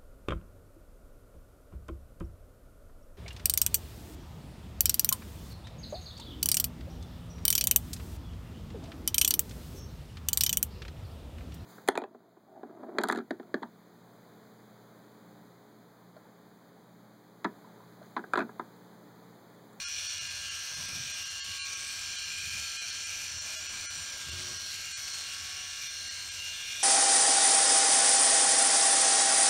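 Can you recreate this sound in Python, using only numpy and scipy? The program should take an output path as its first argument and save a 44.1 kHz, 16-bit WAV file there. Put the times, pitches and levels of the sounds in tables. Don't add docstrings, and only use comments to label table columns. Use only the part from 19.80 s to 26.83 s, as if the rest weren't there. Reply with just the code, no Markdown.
import sys
import numpy as np
from scipy import signal
from scipy.fft import rfft, irfft, next_fast_len
from scipy.io import wavfile
from scipy.ndimage import uniform_filter1d

SR = 44100
rng = np.random.default_rng(int(sys.argv[2]) if len(sys.argv) > 2 else 0)


def digitize_waveform(pressure):
    field = np.atleast_2d(pressure).T
    bounded = np.clip(field, -1, 1)
    quanta = np.round(bounded * 32767).astype(np.int16)
    wavfile.write(sys.argv[1], SR, quanta)


N = 310023
T = np.arange(N) / SR

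# (centre [Hz], half width [Hz], lift [dB], rattles [1/cutter turn], rattle swing [dB])
HEAD_MODES = [(2402, 87, 7.5, 1, 2), (2801, 31, 7, 3, 5.5), (3106, 116, 4.5, 3, 4), (3485, 180, 4, 3, -4.5),
              (4210, 145, 3.5, 3, 2.5), (5790, 230, 7, 3, 4.5), (7210, 150, 9.5, 3, 4)]
# (middle [s], length [s], depth [dB])
DIPS = [(.063, .045, -32), (.283, .022, -16), (.399, .027, -14), (.491, .03, -9), (.7, .022, -15),
        (.957, .025, -15), (1.072, .02, -14), (1.329, .023, -16), (1.444, .022, -15), (1.492, .02, -12),
        (1.621, .046, -27), (1.817, .068, -40), (1.956, .031, -7), (2.372, .028, -13), (2.443, .022, -9),
        (2.992, .05, -25), (3.046, .02, -14), (3.116, .02, -12), (3.255, .028, -15), (3.603, .022, -15),
        (3.778, .048, -29), (3.881, .023, -12), (4.082, .048, -28), (4.509, .016, -12), (4.788, .021, -14),
        (5.147, .052, -27), (6.089, .026, -13), (6.297, .022, -16), (6.505, .023, -16)]
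FAINT_DB = -66


def amp(db):
    return 10 ** (np.asarray(db) / 20)


def unit_rms(x):
    return x / np.sqrt(np.mean(x ** 2) + 1e-20)


def curve(rows):
    return np.interp(T, *np.transpose(rows))


def spectrum_db(points, hz):
    point_hz, db = np.transpose(points)
    return np.interp(np.log(hz + 1), np.log(point_hz), db)


def colour(x, points):
    size = next_fast_len(N)
    gain = amp(spectrum_db(points, np.fft.rfftfreq(size, 1 / SR)))
    return unit_rms(irfft(rfft(x, size) * gain, size)[:N])


def drift(rate_hz, knots=2048):
    hz = np.fft.rfftfreq(knots, T[-1] / knots)
    slow = irfft(rfft(rng.standard_normal(knots)) * bell(hz, 0, rate_hz))
    return np.interp(T, np.linspace(0, T[-1], knots), unit_rms(slow))


def swell(middle_s, length_s):
    return np.cos(np.pi * np.clip((T - middle_s) / length_s, -.5, .5))


def bell(hz, centre_hz, width_hz):
    return np.exp(-.5 * ((hz - centre_hz) / width_hz) ** 2)


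def dips_db():
    return sum(db * swell(middle_s, length_s) for middle_s, length_s, db in DIPS)


def patchy(x, patch_s=.13, patch_hz=600, size=512):
    # (frequency [Hz], rms swing [dB])
    patch_depth = [(250, 2.2), (800, 2.2), (1400, 1), (4500, 0.8), (7000, 1.4), (9000, 1.8), (15000, 2)]
    hz, _, bands = signal.stft(x, SR, nperseg=size)
    field = uniform_filter1d(rng.standard_normal(bands.shape), round(patch_s * SR / size * 2), axis=1)
    field = unit_rms(uniform_filter1d(field, round(patch_hz / hz[1]), axis=0))
    gain = amp(spectrum_db(patch_depth, hz)[:, None] * field)
    gain /= np.sqrt(np.mean(gain ** 2, axis=1, keepdims=True))
    return signal.istft(bands * gain, SR, nperseg=size)[1][:N]


def room(hum_hz=363, hum_db=-82, air_db=-59):
    # (frequency [Hz], level [dB])
    air_colour = [(20, -6), (60, 18.5), (100, -11), (200, -5), (1000, -5), (15000, 2.5)]
    # (middle [s], length [s], level [dB])
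    hum_swell = (4.62, 0.38, -60)
    middle_s, length_s, swell_db = hum_swell
    hum = unit_rms(np.cos(2 * np.pi * hum_hz * T + 1.07 * drift(7)))
    hum *= amp(hum_db) + amp(swell_db) * swell(middle_s, length_s)
    return hum + amp(air_db) * colour(rng.standard_normal(N), air_colour)


def rumble(deep_db=-62.5, upper_db=-71.5):
    # (middle [s], length [s], deep level [dB], upper level [dB])
    bumps = [(0.47, 0.25, -91, -54.5), (0.685, .18, -64, -59), (1.008, 0.2, -58, -46),
             (1.18, 0.33, -60, -45.5), (1.692, 0.068, -56, -49.5), (2.49, 0.21, -56, -56),
             (2.664, 0.097, -55, -49.5), (2.776, 0.17, -51, -51), (3.575, 0.21, -54, -56),
             (3.964, 0.25, -69, -58), (4.2, 0.15, -53.5, -51), (4.536, 0.27, -49.5, -47),
             (4.687, 0.23, -56, -48)]
    # (time [s], level [dB])
    rustle_level = [(0.0, -67), (0.8, -62.5), (1.03, -55), (1.4, -63), (2.4, -65.5), (3.8, -59),
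                    (4.42, -57), (4.65, -52.5), (4.85, -63), (5.1, -68.5), (5.38, -63), (6.3, -64.5),
                    (7.03, -64)]
    # (frequency [Hz], level [dB])
    deep_colour = [(20, -34), (45, -8), (70, 12), (88, 17.5), (100, 14.5), (115, -12), (160, -42),
                   (400, -58)]
    upper_colour = [(80, -21), (120, 16.5), (145, 12.5), (170, 8), (195, 2.5), (260, 3), (310, -9.5),
                    (1000, -21)]
    rustle_colour = [(150, -0.5), (260, -1.5), (325, -3), (450, -4), (610, 0), (750, -4.5), (1050, -1),
                     (1500, -2), (4000, -56)]
    deep_bumps = sum(amp(db) * swell(middle_s, length_s) for middle_s, length_s, db, _ in bumps)
    upper_bumps = sum(amp(db - 6.5) * swell(middle_s, length_s) for middle_s, length_s, _, db in bumps)
    uneven_db = 1.5 * drift(12)
    deep = np.hypot(amp(deep_db + drift(15)), deep_bumps) * colour(rng.standard_normal(N), deep_colour)
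    upper = np.hypot(amp(upper_db), upper_bumps) * colour(rng.standard_normal(N), upper_colour)
    rustle = amp(curve(rustle_level)) * patchy(colour(rng.standard_normal(N), rustle_colour))
    return deep + amp(uneven_db + dips_db()) * (upper + rustle)


def partial(turns, order, db, waver_db=0, waver_hz=3, wobble_rad=0):
    phase = 2 * np.pi * (order * turns + rng.random()) + wobble_rad * drift(waver_hz)
    return amp(db) * unit_rms(np.cos(phase) * amp(waver_db * drift(waver_hz)))


def motor(turns):
    # (order [1/motor turn], level [dB])
    orders = [(6, -73.5), (8, -74.5), (10, -72), (12, -69.5), (20, -80), (27, -62)]
    # (time [s], level [dB])
    whine_9 = [(0.0, -60), (0.4, -72.5), (0.65, -62), (1.26, -68), (1.86, -53), (2.31, -64.5), (3.06, -74),
               (4.77, -62), (5.07, -78), (5.22, -62.5), (5.77, -57.5), (6.53, -75), (7.03, -65)]
    whine_11 = [(0.0, -61), (0.32, -76), (0.7, -58), (1.98, -80), (2.83, -54), (3.89, -64), (4.09, -59),
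                (4.47, -63), (4.52, -73), (4.62, -68.5), (5.3, -58), (7.02, -67)]
    whine_13 = [(0.0, -52.5), (0.35, -57), (0.45, -49.5), (2.96, -49.5), (3.62, -53), (4.27, -48.5),
                (5.98, -54.5), (6.28, -49), (6.53, -52.5), (7.03, -50.5)]
    whine_14 = [(0.0, -55.5), (0.75, -53), (1.36, -62), (1.61, -56), (1.76, -62), (2.41, -57),
                (4.32, -54.5), (4.47, -68), (5.88, -52.5), (6.63, -69), (6.78, -51), (7.03, -73)]
    dip_gain, whine = amp(dips_db()), 0
    for order, db in orders:
        tone = partial(turns, order, db, waver_db=3.5, waver_hz=3.5, wobble_rad=.36)
        whine += tone * (dip_gain if db < FAINT_DB else 1)
    for order, level in (9, whine_9), (11, whine_11), (13, whine_13), (14, whine_14):
        whine += partial(turns, order, curve(level) - 3)
    return whine


def gears(motor_turns, ratio=20 / 51, off_centre_turns=.00135, play_turns=.0003):
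    runout = off_centre_turns * np.sin(2 * np.pi * motor_turns)
    return ratio * motor_turns + runout + play_turns * drift(30)


def head_openings_db():
    # (time [s], change of lift [dB])
    ring_1 = [(0.0, 6), (0.42, 2), (0.55, -2), (1.0, -3), (1.09, 3), (1.3, 6.5), (1.5, -9), (1.67, -7),
              (1.8, 6.5), (2.05, 4), (2.24, 1), (2.48, 4), (2.58, 9), (2.8, 6.5), (2.88, 3), (3.03, 4),
              (3.15, -1), (3.38, 5.5), (3.59, -5), (3.68, 5), (3.88, 4.5), (4.0, 7.5), (4.12, 2.5),
              (4.3, 1.5), (4.49, -6), (4.61, -4), (4.92, -20), (5.06, 0.5), (5.24, -17), (5.51, -2.5),
              (5.97, -1.5), (6.06, 4), (6.25, -12), (7.02, 6.5)]
    ring_2 = [(0.0, 0.5), (0.5, 6.5), (0.68, 5.5), (0.94, 2), (1.27, 0), (1.39, 7.5), (1.73, 6), (1.9, -1),
              (2.24, 1), (2.45, 5.5), (2.65, 0), (3.69, 1.5), (4.34, -6), (4.5, 4.5), (4.67, -6), (4.9, -3),
              (5.09, 5), (5.33, -14), (5.47, 5), (5.6, 1.5), (5.82, 5), (6.1, 1.5), (6.26, 5), (6.49, -1),
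              (6.6, 9), (7.02, 5.5)]
    ring_3 = [(0.0, -1), (0.42, -2), (0.56, -14), (0.68, 3.5), (1.04, -9), (1.32, 0), (1.7, 3), (1.99, 1),
              (2.81, 3.5), (3.51, -1), (4.28, 1), (4.57, 1), (5.159, -2.5), (5.81, -2), (6.03, -7.5),
              (6.6, 0), (7.02, -8)]
    ring_4 = [(0.0, -1), (0.3, 6.5), (0.8, -4.5), (1.25, 3), (1.34, 1), (1.77, 0), (1.96, -4.5),
              (2.93, -8.5), (4.17, -2), (4.45, 5), (4.59, 4), (4.66, -3), (5.3, -8), (5.47, 2), (5.54, -2),
              (6.07, 4), (6.37, -7), (6.66, 0), (6.74, 6), (7.02, 10.5)]
    ring_5 = [(0.0, 2), (0.3, 2.5), (0.67, 0), (1.05, -1.5), (1.6, 0.5), (1.82, 5), (1.92, 0), (2.2, -2),
              (2.3, 3.5), (2.55, 4.5), (2.85, -0.5), (3.51, -2), (3.63, 2.5), (3.8, -6), (4.02, -1),
              (4.32, -1), (4.7, 2), (4.95, 5.5), (5.12, -1), (5.38, 6), (5.47, 3), (5.8, -2), (6.3, 4),
              (6.59, 3), (7.02, -1.5)]
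    ring_6 = [(0.0, 3), (0.31, 5), (0.45, -1), (0.75, -2.5), (1.02, 1), (1.42, -0.5), (1.55, 0.5),
              (1.78, -3.5), (2.0, 0.5), (2.88, -2), (3.58, 2.5), (4.33, 2.5), (4.47, -4.5), (4.68, 4),
              (4.8, 2.5), (5.03, -4), (5.25, 1), (5.45, -3), (5.75, -2), (6.1, 1), (6.32, -1), (6.42, -6),
              (7.02, 3.5)]
    ring_7 = [(0.0, -1), (0.27, -2), (0.57, -7), (0.69, -1), (0.98, -21), (1.28, -5), (1.58, -1),
              (1.86, -1), (1.95, -9), (2.56, 5.5), (3.03, 2.5), (4.21, 8), (4.45, 4), (4.94, -3), (5.05, 2),
              (5.77, -5.5), (6.49, -0.5), (7.02, -3.5)]
    return [curve(ring) for ring in (ring_1, ring_2, ring_3, ring_4, ring_5, ring_6, ring_7)]


def cutters(turns, follow_db_per_db=1.46, chin_damping_db=-2):
    # (order [1/cutter turn], level [dB])
    buzz_orders = [(2, -74), (30, -76), (31, -82), (42, -66), (43, -79), (44, -75), (45, -61), (49, -68.5),
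                   (50, -57.5), (52, -77), (53, -92), (58, -55), (61, -55.5), (64, -59.5), (69, -64),
                   (87, -53), (90, -56), (93, -68), (108, -58), (116, -52), (119, -54), (121, -58),
                   (124, -59)]
    chin_orders = [(84, -50.5), (90, -50.5)]
    # (time [s], contact [0-1])
    chin_contact = [(1.85, 0.1), (2.3, 0.6), (2.9, 0.8), (3.4, 0.35), (4.2, 0.4), (4.45, 0)]
    turn_hz = turns[-1] / T[-1]
    openings_db, dip_gain, buzz = head_openings_db(), amp(dips_db()), 0
    for order, db in buzz_orders:
        lift_db = follow_db_per_db * sum(
            bell(order * turn_hz, centre_hz, width_hz) * open_db
            for (centre_hz, width_hz, *_), open_db in zip(HEAD_MODES, openings_db))
        tone = partial(turns, order, db + lift_db, waver_db=2, waver_hz=11, wobble_rad=.29)
        buzz += tone * (dip_gain if db < FAINT_DB else 1)
    singing = sum(partial(turns, order, db, waver_db=4, waver_hz=4.4, wobble_rad=.18)
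                  for order, db in chin_orders)
    on_chin = curve(chin_contact)
    return amp(chin_damping_db * on_chin) * buzz + on_chin * singing


def impulses(per_s, spread_db, max_spreads):
    hits = rng.random(N) < per_s / SR
    return hits * amp(spread_db * np.minimum(rng.exponential(1, N), max_spreads))


def decaying(hits, decay_s, samples):
    return signal.oaconvolve(hits, np.exp(-T[:samples] / decay_s))[:N]


def hair_snaps(thick_per_s=12, clump_db=.8):
    clicks = impulses(per_s=4000, spread_db=2.2, max_spreads=4)
    snaps = decaying(clicks, decay_s=.0006, samples=N // 128) * rng.standard_normal(N)
    thick_hits = (rng.random(N) < thick_per_s / SR) * rng.random(N)
    thick = decaying(thick_hits, decay_s=.008, samples=N // 128)
    return unit_rms(snaps * amp(clump_db * drift(20)) * (1 + .9 * thick))


def crackle():
    breaks = impulses(per_s=25, spread_db=3.5, max_spreads=2.5)
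    return unit_rms(decaying(breaks, decay_s=.009, samples=N // 64) * rng.standard_normal(N))


def stubble():
    # (time [s], level [dB])
    cutting_level = [(0.0, -2.5), (1.41, -3), (1.5, -5.5), (2.17, 0), (2.43, -7), (2.8, 1), (3.04, -1.5),
                     (3.44, -2), (3.55, -5), (3.72, 0), (3.88, -3), (4.02, -2), (4.52, -2.5), (4.6, 1.5),
                     (4.79, -2), (4.94, -0.5), (5.05, -3.5), (5.37, -0.5), (5.95, -3.5), (6.06, -6),
                     (6.16, -10), (6.24, -7.5), (6.85, -5.5), (7.02, 2)]
    sizzle_level = [(0.0, -60), (0.73, -63), (0.91, -53), (1.35, -60), (1.43, -51), (1.52, -64),
                    (1.78, -57), (1.94, -67), (2.16, -53), (2.27, -61), (2.81, -53.5), (3.2, -66),
                    (3.43, -50), (3.54, -66), (3.71, -54), (3.92, -69), (4.05, -60), (4.25, -65),
                    (4.37, -58), (4.47, -65), (4.8, -61), (4.93, -55), (5.03, -57), (5.18, -52), (5.4, -59),
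                    (5.94, -66), (6.07, -53), (6.17, -66), (6.48, -58), (7.02, -58)]
    # (frequency [Hz], level [dB])
    snap_colour = [(500, -3), (1900, 8), (2500, 15), (4500, 16), (4950, 15), (5400, 13.5), (7700, 11.5),
                   (9000, 11.5), (10300, -3.5), (12000, -8), (15700, -35)]
    sizzle_colour = [(6000, -30), (9500, -10), (10500, -3), (11400, 3), (12200, 3), (12950, 2.5),
                     (13600, 4), (14300, -13), (15700, -7)]
    snaps = hair_snaps()
    rasp = amp(curve(cutting_level) - 44) * colour(snaps, snap_colour)
    sizzle = amp(curve(sizzle_level) - 5) * colour(snaps + .6 * crackle(), sizzle_colour)
    return rasp + sizzle


def worn_track(turns, count=8, points_per_turn=900):
    tracks = signal.resample(rng.standard_normal((count, points_per_turn)), points_per_turn * 8, axis=1)
    place = (turns % 1 * tracks.shape[1]).astype(int)
    shift = T / T[-1] * (count - 1)
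    return sum(np.cos(np.pi / 2 * np.clip(shift - k, -1, 1)) * track[place]
               for k, track in enumerate(tracks))


def throb_db(turns, order, depth_db):
    return depth_db * np.cos(2 * np.pi * order * turns + .078 * drift(.91))


def rattle(turns, order, depth_db):
    phase = 2 * np.pi * order * turns + .27 * drift(.96)
    return unit_rms(amp(depth_db * signal.sawtooth(phase, width=.15)))


def scrape(motor_turns, cutter_turns, repeat_share=.54, follow_db_per_db=.86):
    # (time [s], level [dB])
    pressure = [(0.0, -1.5), (0.62, 0), (1.4, 0.5), (1.71, -1), (2.14, 1), (2.42, 0.5), (2.79, 1),
                (3.23, 0), (4.7, -2.5), (4.92, 0), (5.81, -1), (6.49, 1), (6.61, 0.5), (7.02, -1.5)]
    # (frequency [Hz], gain [dB])
    housing = [(100, -13), (450, -22.5), (650, -9.5), (900, -32), (1200, -11), (1450, 1.5), (1900, -6),
               (2200, 0), (2700, 0), (3750, -0.5), (4600, 2.5), (4950, -4), (5200, 3), (6600, 1),
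               (7700, -10), (8500, -1), (10300, -17), (15700, -53)]
    rub = np.sqrt(repeat_share) * worn_track(cutter_turns)
    rub += np.sqrt(1 - repeat_share) * rng.standard_normal(N)
    contact_db = (throb_db(cutter_turns, order=3, depth_db=-.95)
                  + throb_db(motor_turns, order=1, depth_db=.15)
                  + throb_db(cutter_turns + rng.random(), order=6, depth_db=.06)
                  + .6 * drift(16))
    framing = dict(fs=SR, nperseg=512, noverlap=384)
    hz, _, bands = signal.stft(rub * amp(contact_db), **framing)
    bands *= amp(spectrum_db(housing, hz)[:, None])
    sound = signal.istft(bands, **framing)[1][:N]
    for (centre_hz, width_hz, lift_db, order, swing_db), open_db in zip(HEAD_MODES, head_openings_db()):
        mode = signal.istft(bands * bell(hz[:, None], centre_hz, width_hz), **framing)[1][:N]
        gain = amp(lift_db + follow_db_per_db * open_db) * rattle(cutter_turns, order, swing_db)
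        sound += mode * (gain - 1)
    return amp(curve(pressure) - 40.5) * unit_rms(sound)


def thin_to_tones(hiss, gap_hz=290, fade_range_db=(11, 19), scatter_db=4.5, size=4096):
    hz, tones = np.fft.rfftfreq(size, 1 / SR), np.zeros(N)
    for middle_s, length_s, depth_db in DIPS:
        middle = round(middle_s * SR)
        span = slice(middle - size // 2, middle + size // 2)
        spectrum = rfft(hiss[span] * np.hanning(size))
        peaks = signal.find_peaks(abs(spectrum), distance=gap_hz / hz[1])[0]
        heights = abs(spectrum[peaks]) * amp(scatter_db * rng.standard_normal(len(hz))[peaks])
        below_top_db = 20 * np.log10(np.percentile(heights, 95) / heights)
        heights *= amp(depth_db * np.interp(below_top_db, fade_range_db, [0, 1]))
        chord = heights @ np.cos(2 * np.pi * hz[peaks, None] * T[span] + np.angle(spectrum[peaks, None]))
        fill = np.sqrt(1 - amp(depth_db * swell(middle_s, length_s)[span] ** 2) ** 2)
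        tones[span] += hiss[span].std() * unit_rms(chord) * fill
    return amp(dips_db()) * hiss + tones


def scene():
    # (time [s], speed [turns/s])
    motor_speed = [(0.0, 123.92), (0.32, 124.42), (0.57, 123.54), (2.12, 123.78), (2.52, 122.62),
                   (2.58, 123.64), (3.34, 123.45), (3.38, 123.09), (3.65, 123.98), (3.72, 123.39),
                   (3.88, 123.81), (4.48, 123.55), (4.81, 123.99), (4.99, 123.54), (5.44, 123.78),
                   (6.32, 123.95), (6.5, 123.31), (7.03, 123.96)]
    motor_turns = np.cumsum(curve(motor_speed)) / SR
    cutter_turns = gears(motor_turns)
    hiss = thin_to_tones(patchy(scrape(motor_turns, cutter_turns) + stubble()))
    shaver = motor(motor_turns) + cutters(cutter_turns) + hiss
    return (shaver + rumble() + amp(dips_db()) * room())[None]


def record(dry):
    edge_hz = 15720
    lowpass = signal.firwin(1023, edge_hz, window=("kaiser", 9), fs=SR)
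    return signal.oaconvolve(dry, lowpass[None], "same")


dry = scene()
out = record(dry)
digitize_waveform(out)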